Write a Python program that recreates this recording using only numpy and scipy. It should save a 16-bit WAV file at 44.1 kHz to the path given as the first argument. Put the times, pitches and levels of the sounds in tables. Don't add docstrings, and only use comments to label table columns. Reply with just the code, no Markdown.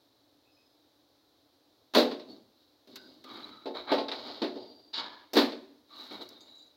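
import sys
import numpy as np
from scipy import signal
from scipy.fft import rfft, irfft, next_fast_len
from scipy.io import wavfile

SR = 44100
rng = np.random.default_rng(int(sys.argv[2]) if len(sys.argv) > 2 else 0)


def wav_record(signal):
    frames = np.transpose(np.atleast_2d(signal))
    bounded = np.clip(frames, -1, 1)
    quanta = np.round(bounded * 32767).astype(np.int16)
    wavfile.write(sys.argv[1], SR, quanta)


N = 298116
TIME = np.arange(N) / SR


def from_db(db):
    return 10 ** (np.asarray(db) / 20)


def rms_one(x):
    return x / np.sqrt(np.mean(x ** 2) + 1e-20)


def add(out, start_s, sound):
    at = int(round(start_s * SR))
    out[at:at + len(sound)] += sound[:N - at]


def coloured(x, curve, tilt_db=0):
    size = next_fast_len(len(x))
    hz = np.maximum(np.fft.rfftfreq(size, 1 / SR), 1)
    knots, levels = np.transpose(curve)
    db = np.interp(np.log(hz), np.log(knots), levels, left=-90, right=-90)
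    octaves = np.log2(np.clip(hz, 700, 5000) / 700)
    spectrum = rfft(x, size) * from_db(db + tilt_db * octaves)
    return rms_one(irfft(spectrum, size)[:len(x)])


def resonance(x, hz, width_hz):
    r = np.exp(-np.pi * width_hz / SR)
    return signal.lfilter([1, 0, -1], [1, -2 * r * np.cos(2 * np.pi * hz / SR), r * r], x)


def ring(clicks, hz, t60):
    r, w = from_db(-60 / (t60 * SR)), 2 * np.pi * hz / SR
    return signal.lfilter([0, np.sin(w)], [1, -2 * r * np.cos(w), r * r], clicks + 1e-18)


def burst(curve, rise_s, t60, tilt_db=0):
    t = TIME[:SR]
    noise = coloured(rng.standard_normal(SR), curve, tilt_db)
    return noise * (1 - np.exp(-t / rise_s)) * np.exp(-np.log(1000) * t / t60)


def struck(modes, times, blows_db, vary_db):
    at = np.round(np.asarray(times) * SR).astype(int)
    strength_db = blows_db + vary_db * rng.standard_normal((len(at), len(modes)))
    out = np.zeros(N)
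    for k, (hz, db, t60) in enumerate(modes):
        clicks = np.zeros(N)
        clicks[at] = from_db(strength_db[:, k] + db)
        out += ring(clicks, hz, t60) * (-1) ** k
    return out


def rubbed(modes, slips):
    return rms_one(sum(from_db(db) * ring(slips, hz, t60) * (-1) ** k
                       for k, (hz, db, t60) in enumerate(modes)))


# f/Hz, level/dB
AIR_EQ = [(15, -69.5), (25, -30), (82, -13), (120, -10), (180, -26.5), (263, -10), (301, -3.5),
          (363, -11.5), (545, -8.5), (2050, -25), (2550, -25.5), (2840, -25.5), (3920, -12), (7920, -35),
          (16000, -28)]

def outdoors(air_db=-69, hum_db=-75):
    air = coloured(rng.standard_normal(N), AIR_EQ)
    hum = rms_one(resonance(rng.standard_normal(N), hz=293.6, width_hz=25))
    return from_db(air_db) * air + from_db(hum_db) * hum


# f/Hz, level/dB
ECHO_EQ = [(60, 19), (300, -1.5), (800, -5.5), (4000, -7.5), (8000, -6), (16000, -18.5)]

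def building_echo(x, wet_db=-17):
    response = burst(ECHO_EQ, rise_s=0.0075, t60=0.64)
    response /= np.sqrt(np.sum(response ** 2))
    return from_db(wet_db) * signal.fftconvolve(x, response)[:N]


# start/s, end/s, f/Hz, level/dB
SQUEAKS = [(0.45, 0.533, 2560, -76), (0.557, 0.66, 2530, -77), (0.502, 0.78, 5080, -77.5),
           (2.282, 2.35, 4440, -57), (2.954, 3.11, 1506, -65), (2.948, 3.174, 4840, -67),
           (3.237, 3.5, 1190, -58), (3.5, 3.725, 1286, -63), (3.24, 3.5, 3390, -68),
           (3.293, 3.424, 3830, -54.5), (3.426, 3.453, 3940, -42), (3.5, 3.822, 3910, -62.5),
           (4.553, 4.947, 4690, -63), (4.934, 5.26, 1676, -59.5), (4.967, 5.284, 975, -58.5),
           (5.901, 6.064, 1162, -61), (5.949, 6.068, 3930, -55), (6.48, 6.738, 3930, -60)]

def squeaks(width_hz=130, fade_in_s=0.02, trim_db=4):
    out = np.zeros(N)
    for start, end, hz, db in SQUEAKS:
        t = TIME[:int((end - start) * SR)]
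        band = resonance(rng.standard_normal(len(t)), hz, width_hz)
        tone = rms_one(resonance(band, hz, width_hz))
        swell = np.clip(t / fade_in_s, 0, 1) * np.sqrt(1 - t / t[-1])
        add(out, start, from_db(db + trim_db) * swell * tone)
    return out


# f/Hz, level/dB, t60/s
FITTING_MODES = [(3700, 6, 0.15), (4200, 1, 0.11), (4730, 7.5, 0.11), (6400, -1, 0.13), (6880, -8, .15),
                 (7100, -4.5, 0.19), (8000, -15, .15), (11400, -14, 0.13), (13100, -12.5, 0.09)]

def fitting(start_s=6.407, jingle_s=0.27, count=9):
    touches = start_s + jingle_s * (np.arange(count) + rng.random(count)) / count
    tap = struck(FITTING_MODES, [start_s], blows_db=-60.5, vary_db=-2)
    return tap + struck(FITTING_MODES, touches, blows_db=-73.5, vary_db=4)


def friction(per_s, spread_db, judder_db=1.5, judder_per_s=70):
    sizes = from_db(spread_db * np.minimum(rng.exponential(1, N), 4))
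    judder = np.interp(TIME * judder_per_s, np.arange(N), rng.standard_normal(N))
    clicks = rng.choice([-1, 1], N) * (rng.random(N) < per_s / SR)
    return sizes * from_db(judder_db * judder) * clicks


def shove(start, rise_s, hold_s, release_t60):
    t = TIME - start
    released_s = np.maximum(t - rise_s - hold_s, 0)
    return np.clip(t / rise_s, 0, 1) * np.exp(-np.log(1000) * released_s / release_t60)


# f/Hz, level/dB
GRIND_EQ = [(400, -23.5), (700, -9), (860, 3.5), (1000, -0.5), (1230, 3), (1450, -1), (1700, -4),
            (1900, -8.5), (2200, -1.5), (2700, -16.5), (3300, -3.5), (4500, -12.5)]
RASP_EQ = [(1800, -37), (2800, -1), (3400, -1), (4700, 4.5), (5300, -3), (5900, -16.5), (6600, -12),
           (8000, -25.5), (10000, -24)]
# t/s, rise/s, hold/s, release t60/s, rumble/dB, grind/dB, rasp/dB
STROKES = [
    [(2.25, 0.051, 0.054, 0.36, -50, -70, -60.5), (2.55, 0.042, 0.028, 0.68, -76, -86, -68.5),
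     (2.87, .02, 0.11, 2.5, -56.5, -66.5, -59.5), (3.235, 0.1, .11, 0.74, -52.5, -48, -56.5)],
    [(3.74, 0.018, 0.019, 0.32, -41.5, -39, -41.5), (3.868, 0.045, .005, 0.23, -36.5, -30.5, -41.5)],
    [(4.118, 0.037, 0.18, 0.93, -46, -46.5, -46)],
    [(4.556, 0.0078, 0.011, 0.92, -46.5, -78.5, -57.5), (4.93, .012, 0.06, 0.076, -60, -43, -35.5),
     (4.97, 0.02, 0.0035, 0.7, -47, -37.5, -44)],
    [(5.87, 0.12, 0.068, 0.63, -56.5, -51.5, -47.5), (6.1, 0.024, 0.033, 0.26, -46, -45, -48),
     (6.205, 0.012, 0.0055, 0.2, -49, -47.5, -44), (6.294, 0.005, 0.018, 1.76, -60, -62.5, -57.5)],
]
# rumble centre/Hz, rasp centre/Hz, rasp width/Hz, grit/dB
CONTACTS = [(250, 4000, 670, -12.5), (555, 3940, 150, -23), (475, 4070, 1000, -22.5),
            (400, 3920, 1200, -35), (347, 3920, 250, -15.5)]

def dragging(rumble_trim_db=-2.5, grind_trim_db=-6.5, rasp_trim_db=-3):
    slips = friction(per_s=3800, spread_db=2.5, judder_db=1.76, judder_per_s=45)
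    grind = coloured(slips, GRIND_EQ)
    bright_ring = rubbed(BRIGHT_MODES, slips)
    sheet = rms_one(slips) + 0.066 * rubbed(TRAY_MODES, slips)
    grit = coloured(friction(per_s=2100, spread_db=-4.5), CRACK_EQ)
    out = np.zeros(N)
    for shoves, (rumble_hz, rasp_hz, width_hz, grit_db) in zip(STROKES, CONTACTS):
        rumble_fader, grind_fader, rasp_fader = sum(
            from_db(levels_db)[:, None] * shove(start, rise, hold, release)
            for start, rise, hold, release, *levels_db in shoves)
        rumble = coloured(sheet, thud_eq(rumble_hz))
        contact = coloured(resonance(slips, rasp_hz, width_hz), RASP_EQ)
        rasp = contact + 0.46 * bright_ring + from_db(grit_db) * grit
        out += rumble_fader * from_db(rumble_trim_db) * rumble
        out += grind_fader * from_db(grind_trim_db) * grind
        out += rasp_fader * from_db(rasp_trim_db) * rasp
    return out


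def contact_focus_db(hz, centre_hz, fall_db=5):
    return -fall_db * np.minimum(np.log2(hz / centre_hz) ** 2, 2.5)


# f/Hz, level/dB
THUD_EQ = [(40, -28.5), (100, -11.5), (175, -13.5), (230, 0.5), (300, -1), (480, -7), (650, -3.5),
           (900, -10), (1500, -35.5)]

def thud_eq(centre_hz):
    return [(hz, db + contact_focus_db(hz, centre_hz)) for hz, db in THUD_EQ]


# f/Hz, level/dB
CLANG_EQ = [(350, -15), (700, -2), (1000, 1.5), (1500, -2), (2200, -3), (2900, -3), (3500, 2.5), (4000, 6),
            (4700, 1.5), (5600, -13), (7000, -31), (9000, -32.5), (12500, -40), (16000, -34)]
CRACK_EQ = [(2000, -17), (5000, 10), (7000, -0.5), (9000, -9), (11000, -4), (12500, 1.5), (14000, -5),
            (16000, -1.5)]

def clatter(blows, full_blow_db=-15, thud_trim_db=-5.5, clang_trim_db=-2.5, crack_trim_db=2.5):
    out = np.zeros(N)
    for start, thud_db, centre_hz, clang_db, crack_db in blows:
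        weight_db = thud_db - full_blow_db
        tilt_db = -2.5 - 0.08 * weight_db
        thud = burst(thud_eq(centre_hz), rise_s=0.002, t60=0.24)
        clang = burst(CLANG_EQ, rise_s=0.0014, t60=0.3 * np.exp(0.03 * weight_db), tilt_db=tilt_db)
        crack = burst(CRACK_EQ, rise_s=0.00041, t60=0.25 * np.exp(0.04 * weight_db))
        add(out, start, from_db(thud_db + thud_trim_db) * thud)
        add(out, start, from_db(clang_db + clang_trim_db) * clang)
        add(out, start, from_db(crack_db + crack_trim_db) * crack)
    return out


# f/Hz, level/dB, t60/s
TRAY_MODES = [(212.7, -20, 0.34), (243.7, -7, 0.46), (263.3, -8, .5), (285.4, 0.5, 0.34), (358.6, -9, 0.2),
              (361.4, -1.5, 0.38), (369.4, -8.5, .45), (390.2, 0, 0.24), (425.6, -4, .3), (463, -0.5, 0.19),
              (503, -7, 0.32), (524.6, -5, 0.23), (581, -12.5, 0.52), (598, -6, 0.27), (637, -18, 0.65),
              (722, -9, 0.037), (854, -8, 0.17), (872, 0, .23), (1075, -8, 0.33), (1250, -5, 0.17),
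              (1498, -6.5, 0.14)]
# f/Hz, level/dB, t60/s
BRIGHT_MODES = [(1614, -11.5, 0.17), (1770, -11, 0.1), (2012, -11, 0.18), (2190, -7, 0.11),
                (2670, -17.5, 0.31), (2858, -11, 0.13), (3792, -11, 0.51), (3690, 0, 0.17),
                (3937, -2.5, 0.27), (4160, -2.5, 0.083), (4315, -5, 0.12), (4450, -7.5, 0.18)]

def ringing(blows, tray_trim_db=-8.5, bright_trim_db=-12.5):
    times = blows[:, 0]
    thud_db, centre_hz, clang_db = blows.T[1:4, :, None]
    focus_db = contact_focus_db(np.array(TRAY_MODES)[:, 0], centre_hz)
    tray = struck(TRAY_MODES, times, thud_db + tray_trim_db + focus_db, vary_db=-0.5)
    return tray + struck(BRIGHT_MODES, times, clang_db + bright_trim_db, vary_db=1.5)


def rattles(blows, above_db=-30.5, count=4, gap_s=0.021, gap_growth=1.4, loss_db=6.5, softening_db=2):
    rows = []
    delays = np.cumsum(gap_s * gap_growth ** np.arange(count))
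    for start, thud_db, centre_hz, clang_db, crack_db in blows:
        if thud_db > above_db:
            for k, delay in enumerate(delays, 1):
                at = start + delay * (1 + 0.08 * rng.standard_normal())
                hz = centre_hz * 2 ** (k * 0.13)
                edge_db = -k * (loss_db + softening_db)
                rows.append((at, thud_db - k * loss_db, hz, clang_db + edge_db, crack_db + edge_db))
    return rows


# t/s, thud/dB, thud centre/Hz, clang/dB, crack/dB
BLOWS = [(1.937, -37, 430, -31.5, -51), (1.948, -21.5, 420, -18, -36), (1.960, -14, 390, -27.5, -50.5),
         (1.980, -20, 463, -24, -40.5), (2.112, -31, 420, -37.5, -64), (2.195, -46, 330, -45, -76),
         (2.873, -52, 330, -57.5, -67), (2.957, -55, 250, -39.5, -45), (3.240, -49.5, 273, -47, -60),
         (3.657, -29.5, 483, -41.5, -70), (3.917, -17, 556, -28, -56), (3.980, -27.5, 600, -32.5, -76),
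         (4.083, -39.5, 550, -33, -78), (4.115, -34, 580, -30.5, -68), (4.418, -22.5, 300, -30.5, -61.5),
         (4.556, -37.5, 453, -54, -75), (5.333, -31, 473, -34.5, -40), (5.354, -21.5, 285, -26, -47),
         (5.367, -14.5, 324, -19, -38), (5.519, -39.5, 336, -39.5, -77), (6.194, -41.5, 327, -58, -82),
         (6.289, -73, 300, -55, -49)]

def bangs(low_cut_hz=215):
    blows = np.array(list(BLOWS) + rattles(BLOWS))
    low_cut = signal.butter(4, low_cut_hz, "high", fs=SR, output="sos")
    return signal.sosfilt(low_cut, ringing(blows) + clatter(blows))


def scene():
    barrow = bangs() + dragging() + squeaks() + fitting()
    return (barrow + building_echo(barrow) + outdoors())[None]


def record(dry):
    high_cut_hz = 15900
    return signal.sosfilt(signal.ellip(10, 0.2, 80, high_cut_hz, fs=SR, output="sos"), dry)


dry = scene()
out = record(dry)
wav_record(out)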